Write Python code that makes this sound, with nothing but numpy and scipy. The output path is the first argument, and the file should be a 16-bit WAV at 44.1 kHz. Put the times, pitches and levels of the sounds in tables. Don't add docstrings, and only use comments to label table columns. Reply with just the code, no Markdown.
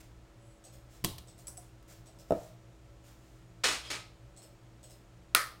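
import sys
import numpy as np
from scipy import signal
from scipy.fft import rfft, irfft, next_fast_len
from scipy.io import wavfile

SR = 44100
rng = np.random.default_rng(int(sys.argv[2]) if len(sys.argv) > 2 else 0)


def bounce(signal):
    frames = np.transpose(np.atleast_2d(signal))
    limited = np.clip(frames, -1, 1)
    pcm = np.round(limited * 32767).astype(np.int16)
    wavfile.write(sys.argv[1], SR, pcm)


N = 246953


def from_db(db):
    return 10 ** (np.asarray(db) / 20)


def rms_one(x):
    return x / np.sqrt(np.mean(x ** 2) + 1e-20)


def energy_one(x):
    return x / np.sqrt(np.sum(x ** 2) + 1e-20)


def at_hz(points, hz):
    frequencies, values = np.transpose(points)
    return np.interp(np.log(np.maximum(hz, 1)), np.log(frequencies), values)


def through(x, response):
    size = next_fast_len(N + len(response), True)
    return irfft(rfft(x, size) * rfft(response, size), size)[:N]


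def colour(spectrum, size=8192):
    hz = np.arange(size // 2 + 1) * SR / size
    cepstrum = irfft(np.log(from_db(at_hz(spectrum, hz))))
    cepstrum[1:size // 2] *= 2
    cepstrum[size // 2 + 1:] = 0
    return energy_one(irfft(np.exp(rfft(cepstrum)))[:size // 2])


def body(modes):
    t = np.arange(SR // 2) / SR
    ring = sum(from_db(db) * width * np.exp(-np.pi * width * t) * np.sin(2 * np.pi * hz * t)
               for hz, width, db in modes)
    return energy_one(ring)


def drift(per_s):
    knots = rng.standard_normal(2048)
    return np.interp(np.arange(N) / SR * per_s, np.arange(len(knots)), knots)


def clicks(rows, column=1):
    out = np.zeros(N)
    for row in rows:
        out[round(row[0] * SR)] += from_db(row[column])
    return out


def grains(per_s, spread_db):
    slipping = rng.random(N) < per_s / SR
    signs = rng.choice([-1, 1], N)
    sizes = from_db(spread_db * np.minimum(rng.exponential(1, N), 4))
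    return rms_one(slipping * signs * sizes)


def swell(start, length, db):
    progress = np.clip((np.arange(N) / SR - start) / length, 0, 1)
    return from_db(db) * np.sqrt(np.abs(np.sin(np.pi * progress)))


def stroke(start, length, db, attack_s, sag_db_per_s, release_db_per_s):
    t = np.arange(N) / SR - start
    fall_db = sag_db_per_s * np.clip(t, 0, length) + release_db_per_s * np.maximum(t - length, 0)
    return np.clip(t / attack_s, 0, 1) * from_db(db - fall_db)


# (frequency [Hz], time to fall 60 dB [s])
ROOM_DECAY = [(100, 0.32), (300, 0.11), (700, 0.5), (1400, 0.2826), (4000, 0.42), (8000, 0.2555),
              (15000, 0.39)]
def reverb(x, build_s=0.0087, bands=14):
    t = np.arange(SR * 3 // 4) / SR
    white = rfft(rng.standard_normal(len(t)))
    hz = np.arange(len(white)) * SR / len(t)
    centres = np.geomspace(80, 16000, bands)
    tail = 0
    for centre, share in zip(centres, np.eye(bands)):
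        band = irfft(white * at_hz(np.c_[centres, share], hz), len(t))
        tail = tail + band * np.exp(-np.log(1000) * t / at_hz(ROOM_DECAY, centre))
    build_up = 1 - np.exp(-(t / build_s) ** 2)
    return through(x, energy_one(tail * build_up))


def room(x, wet_db, build_s=0.015):
    return x + from_db(wet_db) * reverb(x, build_s)


# (frequency [Hz], relative level [dB])
AIR_SPECTRUM = [(12, -45), (20, -9), (49, -6.5), (86, -12.5), (123, 0.5), (146, -22.5), (177, -13),
                (234, -16.5), (328, -17), (357, -15.5), (574, -20), (3160, -32), (4670, -35.5), (7950, -37),
                (16000, -63.5)]
# (frequency [Hz], rms level [dB], unsteadiness [0-1])
HUM_TONES = [(44.6, -66, 0.37), (59.2, -63, 0.59), (117.3, -62.5, 0.13), (125, -67.5, 0.14),
             (173, -70.5, 0.62), (325.2, -68.5, 0.09), (569, -73.5, 0.46), (685, -78.5, 0.081),
             (1316, -82, 0.13), (6900, -88.5, 0.13)]
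def room_tone():
    t = np.arange(N) / SR
    air = from_db(-59.5) * rms_one(through(rng.standard_normal(N), colour(AIR_SPECTRUM)))
    hiss = from_db(-80) * rng.standard_normal(N)
    hum = 0
    for hz, db, unsteady in HUM_TONES:
        sway = 1 - unsteady + unsteady * (drift(14) + 1j * drift(6.8))
        tone = np.exp(2j * np.pi * (hz * t + rng.random()))
        hum = hum + from_db(db) * rms_one(np.real(sway * tone))
    return air + hiss + hum


# (frequency [Hz], relative level [dB])
CHATTER_SPECTRUM = [(300, -26), (600, 17.5), (1200, -14), (2500, -1), (5500, 3.5), (8500, 7), (11000, -8.5),
                    (14500, -8), (16000, -7)]
def springy_click(rows, modes, chatter_db, ring_db, seat_s=0.0095, seat_db=2.5, chatter_s=0.0021):
    contacts = clicks(rows) + from_db(seat_db) * clicks([(s + seat_s, db) for s, db in rows])
    decay = np.exp(-1 / (chatter_s * SR))
    envelope = signal.lfilter([np.sqrt(1 - decay ** 2)], [1, -decay], contacts + 1e-18)
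    chatter = through(rng.standard_normal(N) * envelope, colour(CHATTER_SPECTRUM))
    return from_db(chatter_db) * chatter + from_db(ring_db) * through(contacts, body(modes))


# (press time [s], release time [s], press level [dB], release level [dB])
CLICK_PAIRS = [(0.6403, 0.7273, -32.5, -33), (1.2735, 1.38, -35.5, -32.5), (2.059, 2.1880, -35, -33),
               (4.3643, 4.42, -34, -33), (4.8300, 4.899, -33.5, -33)]
# (frequency [Hz], width [Hz], level [dB])
PRESS_MODES = [(8040, 60, 6.5), (8330, 75, -20), (6800, 500, -15), (5400, 160, -18)]
RELEASE_MODES = [(5350, 130, -1.5), (6550, 550, -12), (12500, 550, -12), (14600, 300, -10)]
def paired_clicks():
    presses = [(s, db) for s, _, db, _ in CLICK_PAIRS]
    releases = [(s, db) for _, s, _, db in CLICK_PAIRS]
    down = springy_click(presses, PRESS_MODES, chatter_db=-4.5, ring_db=-6.5)
    up = springy_click(releases, RELEASE_MODES, chatter_db=-7, ring_db=-12)
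    return room(down + up, wet_db=7, build_s=0.0016)


# (time [s], length [s], level [dB])
RICE_PUSHES = [(0.0, 0.019, -60), (0.894, 0.1, -67), (1.603, 0.071, -72.5), (1.876, 0.07, -61.5),
               (2.271, 0.23, -65), (3.032, 0.1, -67), (3.126, 0.28, -76)]
# (frequency [Hz], relative level [dB])
RICE_SPECTRUM = [(500, 3.5), (1500, -0.5), (4000, -2.5), (7500, 1), (11000, -8.5), (13000, -6.5),
                 (16000, -8)]
def rice():
    push = sum(swell(*row) for row in RICE_PUSHES)
    rustle = through(push * grains(per_s=6900, spread_db=2), colour(RICE_SPECTRUM))
    return from_db(3.5) * room(rustle, wet_db=-1.5)


# (time [s], length [s], level [dB], frequency [Hz])
METAL_TONES = [(0.387, 0.21, -73.5, 7900), (0.396, 0.19, -79, 9700), (1.179, 0.012, -48, 4190),
               (1.575, 0.01, -56.5, 715), (3.823, 0.1, -53, 3260), (3.862, 0.04, -53, 4960),
               (3.91, 0.015, -59, 13000)]
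def metal_tones(mode_q=42):
    drive = grains(per_s=2200, spread_db=3)
    ringing = sum(through(drive * swell(start, length, db), body([(hz, hz / mode_q, 0)]))
                  for start, length, db, hz in METAL_TONES)
    return room(ringing, wet_db=-19)


# (time [s], level [dB])
CUP_JOLTS = [(1.0420, -7.5), (1.0490, -4), (2.3110, -10.5), (2.3225, -4.5)]
# (frequency [Hz], width [Hz], level [dB])
HANGING_MODES = [(115, 17, -17), (192, 62, -2.5), (211, 25, -4), (280, 8.4, -9.5), (335, 28, -0.5),
                 (370, 24, -21)]
def jolts():
    band = signal.butter(2, [28, 105], "band", fs=SR, output="sos")
    rumble = rms_one(signal.sosfilt(band, rng.standard_normal(N)))
    handling = stroke(1.026, length=0.19, db=-48, attack_s=0.009, sag_db_per_s=29, release_db_per_s=246)
    sway = through(clicks(CUP_JOLTS), body(HANGING_MODES))
    return room(sway, wet_db=-2.5, build_s=0.0041) + rumble * handling


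# (time [s], length [s], level [dB], attack [s])
SCRAPE_STROKES = [(3.6357, 0.11, -25, 0.0043), (3.826, 0.092, -49, 0.033), (3.899, 0.056, -35.5, 0.0076)]
# (frequency [Hz], relative level [dB])
SCRAPE_SPECTRUM = [(100, -34), (200, -13.5), (320, -6), (520, -8), (820, -11), (1000, -7.5), (1350, -4),
                   (2400, -5.5), (3400, -3.5), (5000, -7.5), (7000, -10.5), (9800, -18), (11000, -27.5),
                   (14000, -31), (16000, -50)]
# (frequency [Hz], width [Hz], level [dB])
SCRAPED_WALL_MODES = [(2340, 14, 2), (2590, 94, 0), (3010, 17, 3), (4300, 29, -18), (4380, 56, -9),
                      (4900, 76, -10), (5270, 86, -4), (5600, 34, -20), (6500, 42, -7), (6680, 70, -6),
                      (7160, 74, -10), (7870, 40, -4), (8200, 21, -3), (9000, 38, -13), (8650, 69, -3),
                      (12100, 69, -20)]
CUP_RING_MODES = [(1197, 1.9, -2), (1212, 5, 6), (1276, 6.4, 12), (1350, 3.9, -3), (1380, 4.7, 4),
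                  (1500, 7, -15), (1852, 6.6, -6), (2040, 7.6, -5), (2314, 12, 2), (4124, 8.8, 1),
                  (5060, 5.9, -7), (5400, 8, -6)]
def scrapes(damping_hz=30):
    pressure = sum(stroke(*row, sag_db_per_s=110, release_db_per_s=268) for row in SCRAPE_STROKES)
    slips = grains(per_s=5000, spread_db=3) * pressure
    pressed_wall = [(hz, width + damping_hz, db) for hz, width, db in SCRAPED_WALL_MODES]
    metal = from_db(-10.5) * body(pressed_wall) + from_db(-18) * body(CUP_RING_MODES)
    friction = through(slips, colour(SCRAPE_SPECTRUM))
    return from_db(-1) * room(friction + through(slips, metal), wet_db=-8)


def strike(rows, modes, radiated, crack_db, crack_s, bend_s, low_hz, wet_db):
    size = SR // 2
    t = np.arange(size) / SR
    contacts, tone = clicks(rows), colour(radiated)
    burst = rng.standard_normal(size) * np.exp(-t / crack_s)
    crack = energy_one(signal.fftconvolve(burst, tone)[:size])
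    low_cut = signal.butter(2, low_hz, "high", fs=SR, output="sos")
    response = signal.sosfilt(low_cut, body(modes) + from_db(crack_db) * crack)
    hz = np.arange(size + 1) * SR / (2 * size)
    phase_lag = 4 * np.pi * bend_s * np.sqrt(1000 * hz)
    response = irfft(rfft(response, 2 * size) * np.exp(-1j * phase_lag))[:size]
    return through(contacts, response), from_db(wet_db) * reverb(through(contacts, tone))


# (time [s], level [dB])
SPOON_CLINKS = [(1.4705, -20), (1.4735, -23.5), (1.4810, -18), (1.5715, -26.5), (1.5755, -22.5)]
# (frequency [Hz], width [Hz], level [dB])
SPOON_MODES = [(3460, 110, -21), (5540, 78, -2), (5500, 51, -17), (6260, 72, -7), (7600, 43, -15),
               (7920, 33, 14), (8800, 34, -8), (10320, 43, 5), (10800, 36, -15), (12800, 90, -12),
               (15200, 150, -22)]
# (frequency [Hz], relative level [dB])
SPOON_SPECTRUM = [(500, 5.5), (1500, -7.5), (3500, -17), (5600, -1), (6800, -2.5), (8000, 6), (10000, 3),
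                  (12000, -8), (15500, -10)]
def clinks():
    direct, tail = strike(SPOON_CLINKS, SPOON_MODES, SPOON_SPECTRUM,
                          crack_db=-3, crack_s=0.006, bend_s=0.00029, low_hz=1500, wet_db=-3.5)
    return direct + tail


# (time [s], level [dB])
RIM_KNOCKS = [(1.0412, -15.5), (1.0440, -21), (1.0458, -4), (1.0468, -18), (1.1828, -24.5), (1.1845, -34),
              (1.827, -45), (3.910, -35)]
# (frequency [Hz], width [Hz], level [dB])
RIM_MODES = [(705, 31, 14), (940, 120, -31), (1930, 156, -7), (3270, 45, -27), (3350, 29, 18),
             (4470, 47, -1), (4820, 120, 10.5), (5300, 260, 8.5), (6330, 170, 7), (7700, 350, -11),
             (9800, 640, -16), (10700, 440, 5), (13300, 400, 1), (13300, 530, 5), (15900, 440, 1)]
# (frequency [Hz], relative level [dB])
RIM_SPECTRUM = [(200, -22), (600, -6), (1050, 2), (1450, -6.5), (2200, -6), (3300, 2), (4500, -0.5),
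                (6000, -3), (9000, 0), (12000, -8), (14500, -6), (16000, -12)]
def knocks():
    direct, tail = strike(RIM_KNOCKS, RIM_MODES, RIM_SPECTRUM,
                          crack_db=-0.5, crack_s=0.006, bend_s=0.00029, low_hz=400, wet_db=-6)
    return direct + tail


# (time [s], thud level [dB], tick level [dB])
BOTTOM_THUDS = [(0.672, -33, -70), (2.3072, 4.5, -21.5), (2.3218, 6.5, -22.5)]
# (frequency [Hz], width [Hz], level [dB])
BOTTOM_MODES = [(299, 12, 10.5), (418, 21, -1), (500, 35, -6), (506, 30, 9), (607, 46, 15), (653, 24, 16.5),
                (770, 12, -5), (860, 40, -20), (1280, 13, -2)]
BARE_METAL_MODES = [(1244, 27, 13), (1760, 160, 6.5), (2620, 500, 0.5), (3670, 110, 1), (5450, 130, 0.5),
                    (7000, 550, -7), (8600, 660, -6.5), (13000, 900, -11)]
def thuds():
    cushion = signal.butter(1, [170, 1000], "band", fs=SR, output="sos")
    hits = signal.sosfilt(cushion, clicks(BOTTOM_THUDS))
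    tick = room(through(clicks(BOTTOM_THUDS, column=2), body(BARE_METAL_MODES)), wet_db=-9)
    hollow = room(through(hits, body(BOTTOM_MODES)), wet_db=-11, build_s=0.007)
    ring = from_db(-25) * through(hits, body(CUP_RING_MODES))
    return hollow + ring + tick


# (time [s], level [dB])
WALL_CLACKS = [(5.3484, 7), (5.3512, -13)]
# (frequency [Hz], width [Hz], level [dB])
WALL_MODES = [(540, 420, -15), (1430, 17, -15), (1850, 56, -2), (2720, 130, 3.5), (3840, 640, -0.5),
              (4700, 250, -21), (6450, 300, -7), (9300, 210, -14), (9580, 91, 2), (10100, 310, 0),
              (11940, 170, -1), (14400, 550, -5.5)]
# (frequency [Hz], relative level [dB])
WALL_SPECTRUM = [(130, -13), (300, -4), (550, -4), (900, -9), (1280, 11.5), (1550, 6.5), (1900, 7),
                 (2800, -8), (4000, -4), (5300, -4.5), (6500, -7), (9800, -4.5), (11500, -14), (13500, -12),
                 (16000, -21)]
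# (delay [s], level [dB])
NEAR_ECHOES = [(0.0128, -21), (0.0205, -19)]
def clacks():
    direct, tail = strike(WALL_CLACKS, WALL_MODES, WALL_SPECTRUM,
                          crack_db=-1.5, crack_s=0.0029, bend_s=0.002017, low_hz=420, wet_db=-2)
    echoes = through(direct, clicks(NEAR_ECHOES)[:SR // 10])
    ring = from_db(-8) * through(clicks(WALL_CLACKS), body(CUP_RING_MODES))
    return direct + echoes + tail + ring


def scene():
    contacts = knocks() + jolts() + thuds() + clacks() + clinks() + paired_clicks()
    return (contacts + scrapes() + metal_tones() + rice() + room_tone())[None]


def record(dry):
    return signal.sosfilt(signal.ellip(10, 0.1, 80, 16100, fs=SR, output="sos"), dry)


dry = scene()
out = record(dry)
bounce(out)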